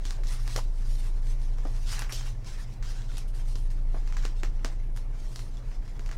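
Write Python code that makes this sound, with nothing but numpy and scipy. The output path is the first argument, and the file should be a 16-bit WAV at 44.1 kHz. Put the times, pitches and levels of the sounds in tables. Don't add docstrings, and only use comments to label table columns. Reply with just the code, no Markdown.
import sys
import numpy as np
from scipy import signal
from scipy.fft import rfft, irfft, next_fast_len
from scipy.io import wavfile
from scipy.ndimage import uniform_filter1d, map_coordinates

SR = 44100
rng = np.random.default_rng(int(sys.argv[2]) if len(sys.argv) > 2 else 0)


def ratio(d):
    e = np.asarray(d, float) / 20
    return 10 ** e


def master_out(mix):
    frames = np.transpose(np.atleast_2d(mix))
    ceiling = np.clip(frames, -1, 1)
    pcm = np.round(ceiling * 32767).astype(np.int16)
    wavfile.write(sys.argv[1], SR, pcm)


N = 272097

# (frequency [Hz], level [dB rms])
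MOTORS = [(27.75, -27), (28.08, -33)]
# (time [s], level [dB])
MAINS_HUM = [(0.0, -59), (0.03, -58), (0.58, -38), (0.67, -63), (0.88, -41), (1.18, -49), (1.24, -42),
             (1.51, -47), (2.44, -41), (2.54, -57), (2.68, -43), (3.28, -48.5), (3.44, -46), (5.21, -47.5),
             (5.24, -64), (5.34, -45.5), (6.03, -54.5), (6.17, -40)]
# (frequency [Hz], level [dB rms])
ELECTRONIC_WHINES = [(10050, -92), (12554, -92), (14416, -95)]
# (frequency [Hz], level [dB])
AIR_SPECTRUM = [(3, -43), (6, -7.5), (20, -7), (37, -0.5), (46, -11), (72, -21.5), (112, -15.5),
                (135, -25.5), (250, -33.5), (900, -42.5), (1500, -57), (5600, -65.5), (9000, -76),
                (16000, -73)]

# (fastest moment [s], rise [s],
# fall [s], level [dB], brightness [dB])
PAPER_SLIDES = [(.065, .02, .1, -52, -4), (.12, 0.15, 0.084, -50, 1), (.285, .025, 0.15, -46, 5),
                (.33, 0.076, 0.083, -47.5, 7), (.43, .1, 0.11, -61.5, 14), (1.08, 0.13, 0.045, -65, 11),
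                (.485, .02, .15, -60, -4), (.575, 0.15, 0.069, -44.5, 5), (.81, 0.45, .1, -63, 5),
                (.95, 0.19, 0.25, -50.5, 6.5), (2.74, 0.13, .04, -58.5, 2), (2.85, 0.029, 0.25, -48.5, -8),
                (3.18, 0.23, 0.072, -51, 0.5), (3.282, .01, 0.052, -57.5, 10.5), (3.35, .02, 0.26, -57.5, 7),
                (3.48, 0.048, 0.39, -58.5, 4), (3.61, 0.3, 0.13, -63.5, 12), (3.71, .015, 0.072, -57, 5.5),
                (5.73, 0.11, 0.12, -60, -8), (5.89, 0.086, 0.34, -62.5, -3), (6.1, .5, .5, -67, 1),
                (1.31, .15, 0.087, -54, 5.5), (1.43, .1, 0.24, -58.5, 4.5), (1.84, 0.39, .05, -54.5, 4),
              (1.93, 0.081, 0.082, -39.5, 2), (2.03, .1, .2, -63, -4), (2.15, 0.075, 0.15, -41.5, -15),
              (2.26, 0.11, 0.14, -54, 6), (2.469, 0.019, 0.18, -48.5, -6), (2.52, 0.07, 0.15, -53.5, 1),
              (2.62, .1, 0.044, -54, 6), (3.95, 0.1, 0.17, -66.5, 9.5), (4.04, .2, .2, -72, -4),
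              (4.25, 0.37, .11, -54, -10), (4.38, 0.033, 0.17, -54.5, -6), (4.7, .19, 0.17, -58, -13),
              (4.966, .03, 0.076, -57, 2.5), (5.2, 0.082, 0.5, -57.5, -8), (5.42, 0.33, 0.13, -56.5, 8),
              (5.58, .3, .12, -62.5, -1)]
# (deepest bend [s], rise [s], fall [s], level [dB])
SHEET_BENDS = [(.12, 0.18, .1, -51.5), (.3, 0.03, 0.18, -48), (.58, 0.22, 0.063, -48.5),
               (.85, 0.39, .3, -62.5), (1.07, .5, 0.16, -57), (1.31, 0.26, 0.17, -57.5),
               (1.45, .15, .5, -59), (1.8, 0.54, 0.15, -56), (1.9, 0.045, .3, -49.5),
               (2.02, 0.11, 0.066, -43.5), (2.15, 0.16, 0.34, -53), (2.27, 0.23, 0.045, -50.5),
               (2.48, 0.049, 0.33, -51.5), (2.62, .3, 0.05, -55.5), (2.74, .3, 0.14, -70),
               (2.85, 0.081, 0.57, -54.5), (3.18, .5, 0.19, -58.5), (3.42, 0.24, 0.19, -59),
               (3.73, 0.17, 0.099, -57.5), (3.87, .3, .15, -63), (4.25, 0.33, .11, -50.5),
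               (4.4, .12, 0.24, -58.5), (4.7, 0.32, 0.24, -56), (5.2, 0.71, 0.95, -59.5),
               (5.6, 0.41, 1, -61.5), (5.89, 0.15, 0.25, -61.5), (6.16, .6, .3, -62)]
# (gloss level [dB], sheet level [dB], edge level [dB])
RESTING_HAND = (-76, -88.5, -75)

# (frequency [Hz], level [dB])
GLOSS_SPECTRUM = [(1500, -14), (2800, 0), (4300, 1.5), (5600, -1), (7000, -2), (9000, -8.5), (12000, -21)]
SHEET_SPECTRUM = [(400, -14.5), (900, 2), (1400, 2.5), (2100, 2.5), (2800, -4), (4500, -29)]
FLOP_SPECTRUM = [(350, -11.5), (800, 1), (1300, 3.5), (2000, 5.5), (2800, -0.5), (4500, -38.5)]
EDGE_SPECTRUM = [(5000, -37.5), (8500, 9.5), (10500, 5), (13000, -3), (15500, -7), (16500, -37)]

# (frequency [Hz], decay by 60 dB [s])
ROOM_DECAY = [(200, 0.44), (1400, 0.093), (4000, 0.21), (10000, 0.19)]

# (time [s], crack level [dB], flop level [dB], edge level [dB], rattle level [dB])
EDGE_SNAPS = [(0.0525, -26.5, -43.5, -62, -9.5), (0.1069, -23, -40.5, -69, -21),
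              (0.2349, -36.5, -46.5, -53, -7.5), (.477, -29, -38, -40, -19),
              (.5612, -18.5, -33, -37, -12.5), (0.5628, -20, -38, -35, -24), (1.9164, -26, -44, -54, -22),
              (1.927, -51, -41.5, -56, -2.5), (1.9922, -22, -38.5, -32, -14),
              (2.02, -26.5, -35, -48, -10.5), (2.0945, -56, -37.5, -45, -8.5),
              (2.123, -21.5, -63, -36.5, -7.5), (2.826, -36, -47, -60, -7), (3.1702, -28, -51, -56, -16.5),
              (3.1809, -29, -45, -36, -22), (4.1677, -31.5, -40, -62, -8),
              (4.2518, -23.5, -33.5, -57, -14.5), (4.433, -25.5, -33.5, -52, -13),
              (4.6464, -19, -31, -57, -15.5), (4.9626, -39.5, -51, -48, -9), (4.973, -33, -46, -78, -18),
              (5.359, -25, -42.5, -55, -13.5), (2.89, -54, -58, -49, -8), (6.113, -33.5, -39, -68, -10)]
# (time [s], crack level [dB], flop level [dB])
NAIL_TICKS = [(0.2703, -31, -54), (.322, -33, -45), (0.5768, -33, -46), (0.593, -35, -51),
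              (1.269, -39, -54), (1.4157, -41, -58), (1.584, -37.5, -48), (1.6517, -41, -47),
              (1.672, -36, -55), (1.7474, -47, -49), (1.7649, -38, -58), (2.21, -34, -43),
              (2.445, -38, -56), (3.019, -38, -63), (3.1163, -47.5, -50), (4.4443, -44, -40),
              (3.34, -55, -57), (3.5553, -30.5, -45.5), (3.703, -40, -56), (4.075, -34.5, -48),
              (4.124, -34, -44), (4.226, -36, -58), (4.593, -60, -52), (5.392, -33, -43.5),
              (5.5702, -41.5, -67), (5.715, -50.5, -48), (5.878, -43.5, -52), (5.9935, -36, -45),
              (6.061, -33.5, -45.5), (6.091, -36, -43.5)]
# (time [s], level [dB], air-cushion frequency [Hz], decay by 60 dB [s])
LANDINGS = [(.055, -45, 282, 0.061), (.18, -42.5, 500, 0.2), (0.559, -39, 220, 0.1), (.56, -33, 453, 0.13),
            (.575, -32, 513, 0.089), (.587, -30, 900, 0.06), (1.582, -44, 494, 0.081),
            (1.652, -32.5, 277, 0.11), (1.652, -31.5, 510, 0.047), (1.667, -42, 643, 0.12),
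            (2.124, -38.5, 320, 0.11), (2.517, -39, 260, 0.041), (3.139, -35.5, 260, 0.042),
            (3.555, -38, 246, 0.039), (3.943, -30.5, 280, 0.11), (3.945, -37.5, 830, 0.056),
            (3.965, -39, 690, 0.11), (1.652, -39, 1230, 0.039), (4.251, -36, 337, 0.055),
            (4.433, -31.5, 320, 0.069), (4.646, -30.5, 288, 0.093), (4.648, -34.5, 696, 0.16),
            (5.993, -41, 250, .08)]
# (time [s], length [s], frequency [Hz], level [dB])
SKIN_CATCHES = [
    (2.585, .03, 1800, -51),
    (2.975, .05, 1600, -55),
    (3.39, .03, 3200, -60),
    (.562, .0035, 5600, -33),
    (1.285, .04, 6100, -58),
    (1.9, .02, 5200, -45),
    (1.925, .02, 2900, -46),
    (2.125, .035, 3000, -49),
    (2.86, .06, 4900, -56),
]


def unit(x):
    return x / np.sqrt(np.mean(x ** 2) + 1e-20)


def along(points, hz):
    f, v = np.transpose(points)
    return np.interp(np.log(hz + 1), np.log(f + 1), v)


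def wobble(rate):
    knots = rng.standard_normal(int(N * rate / SR) + 4)
    return map_coordinates(knots, [np.arange(N) * rate / SR])


def coloured(x, spectrum):
    size = next_fast_len(N + SR // 2) * 2
    gain = ratio(along(spectrum, np.fft.rfftfreq(size, 1 / SR)))
    cepstrum = irfft(np.log(unit(gain)), size)
    cepstrum[1:size // 2] *= 2
    cepstrum[size // 2 + 1:] = 0
    return irfft(rfft(x, size) * np.exp(rfft(cepstrum)), size)[:N]


def building():
    t = np.arange(N) / SR
    in_step_s = 4.02
    motors = sum(ratio(db + 1.5) * np.cos(2 * np.pi * hz * (t - in_step_s)) for hz, db in MOTORS)
    whines = sum(ratio(db + 1.0 + 1.1 * wobble(2.927)) * np.sin(2 * np.pi * hz * t)
                 for hz, db in ELECTRONIC_WHINES)
    hum_db = np.interp(t, *np.transpose(MAINS_HUM)) + 2.5
    hum = ratio(hum_db) * np.sin(2 * np.pi * 120 * t)
    air = ratio(-35.5) * coloured(rng.standard_normal(N), AIR_SPECTRUM)
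    return motors + hum + whines + air


def patchy(patchy_db):
    z = signal.stft(rng.standard_normal(N), nperseg=512)[2]
    field = uniform_filter1d(rng.standard_normal(z.shape), size=3, axis=0)
    field = uniform_filter1d(field, size=6, axis=1)
    return unit(signal.istft(z * ratio(patchy_db * unit(field)), nperseg=512)[1][:N])


def strokes(rows, lift_db, rest_db, grows=1):
    t = np.arange(0, N / SR + .01, .002)
    span_db = 15
    roundness = 1.08
    power = ratio(2 * rest_db)
    for (s, rise, fall, db, *_), lift in zip(rows, lift_db):
        distance = np.where(t < s, (s - t) / rise, (t - s) / fall)
        power = power + ratio(2 * (db + lift - grows * span_db * distance ** roundness))
    return np.interp(np.arange(N) / SR, t, np.sqrt(power))


def rubbing():
    slides = PAPER_SLIDES
    gloss_rest, sheet_rest, edge_rest = RESTING_HAND
    gloss = strokes(slides, np.zeros(len(slides)), gloss_rest)
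    sheet = strokes(SHEET_BENDS, np.zeros(len(SHEET_BENDS)), sheet_rest)
    edge = strokes(slides, -10 + np.transpose(slides)[4], edge_rest, grows=1.46)

    slip_now = rng.random(N) < 900 / SR
    slip_size = ratio(1.1 * np.minimum(rng.exponential(size=N), 3))
    slips = 0.33 * unit(slip_now * slip_size * rng.standard_normal(N))
    grip = ratio(1.2 * wobble(25) + 1.2 * wobble(70) - 3.5)
    bands = zip((gloss, sheet, edge), (GLOSS_SPECTRUM, SHEET_SPECTRUM, EDGE_SPECTRUM))
    return sum(level * grip * coloured(patchy(patchy_db=3.5) + slips, body) for level, body in bands)


def room(x):
    hz, t, z = signal.stft(rng.standard_normal(SR // 2), SR, nperseg=256)
    decay = ratio(-60 * t / along(ROOM_DECAY, hz)[:, None])
    tail = signal.istft(z * decay, SR, nperseg=256)[1]
    delayed = np.pad(x, (200, 0))
    return signal.fftconvolve(delayed, tail / np.linalg.norm(tail))[:N]


def snaps():
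    push = np.zeros((3, N + SR))
    t = np.arange(SR // 5) / SR
    tick_edge_db, tick_rattle_db = -23, -14
    rattle_s, rattle_grit_db = 0.037, 2.5
    ticks = [(s, db, flop_db, db + tick_edge_db, tick_rattle_db) for s, db, flop_db in NAIL_TICKS]
    for s, crack_db, flop_db, edge_db, rattle_db in EDGE_SNAPS + ticks:
        noise = rng.standard_normal((3, len(t)))
        grit = unit(uniform_filter1d(noise[2], size=50))
        noise[1] *= unit(ratio(rattle_grit_db * grit))
        crack = 0.46 * noise[0] * ratio(-60 * t / 0.021) * (1 - np.exp(-t / 0.00013))
        crack[round(.0008 * SR)] = -6
        rattle_level = ratio(rattle_db + np.array([[0.0], [-4.0], [0.0]]))
        rattle = rattle_level * noise[1] * np.exp(-(t / rattle_s) ** 2)
        level = ratio(np.array([[crack_db - 11.5], [flop_db + 3.0], [edge_db - 3.5]]))
        push[:, round(s * SR):][:, :len(t)] += level * (crack + rattle)
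    bodies = (GLOSS_SPECTRUM, FLOP_SPECTRUM, EDGE_SPECTRUM)
    return sum(coloured(p[:N], body) for p, body in zip(push, bodies))


def thumps():
    out = np.zeros(N + SR)
    t = np.arange(SR // 5) / SR
    for s, db, hz, t60 in LANDINGS:
        dull = signal.butter(1, [hz * .6, hz * 1.9], "bandpass", fs=SR, output="sos")
        ring = np.sin(2 * np.pi * hz * t) * ratio(-60 * t / .025)
        puff = unit(signal.sosfilt(np.vstack([dull, dull]), rng.standard_normal(len(t))))
        puff = 0.4 * puff * ratio(-60 * t / t60)
        onset = 1 - np.exp(-t / .0006)
        out[round(s * SR):][:len(t)] += ratio(db + 1) * onset * (ring + puff)
    return out[:N]


def squeaks():
    t = np.arange(N) / SR
    shake = 2.1 * wobble(160)
    out = np.zeros(N)
    for s, life, hz, db in SKIN_CATCHES:
        swell = np.exp(-((t - s - life / 2) / (life / 2)) ** 2)
        out += ratio(db) * swell * np.sin(2 * np.pi * hz * t + shake)
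    return out


def scene():
    book = rubbing() + snaps() + thumps() + squeaks()
    return (book + ratio(-14) * room(book) + building())[None]


def roll_off(x):
    return signal.sosfilt(signal.butter(12, 16510, fs=SR, output="sos"), x)


def record(dry):
    hz = np.fft.rfftfreq(N, 1 / SR)
    port_hz, width_hz, top_hz = 5600, 1100, 15900
    port = 1 + .5j * hz * width_hz / (port_hz ** 2 - hz ** 2 + 1j * hz * width_hz)
    mix = irfft(rfft(dry) * port * (hz < top_hz), N)
    return roll_off(mix)


dry = scene()
out = record(dry)
master_out(out)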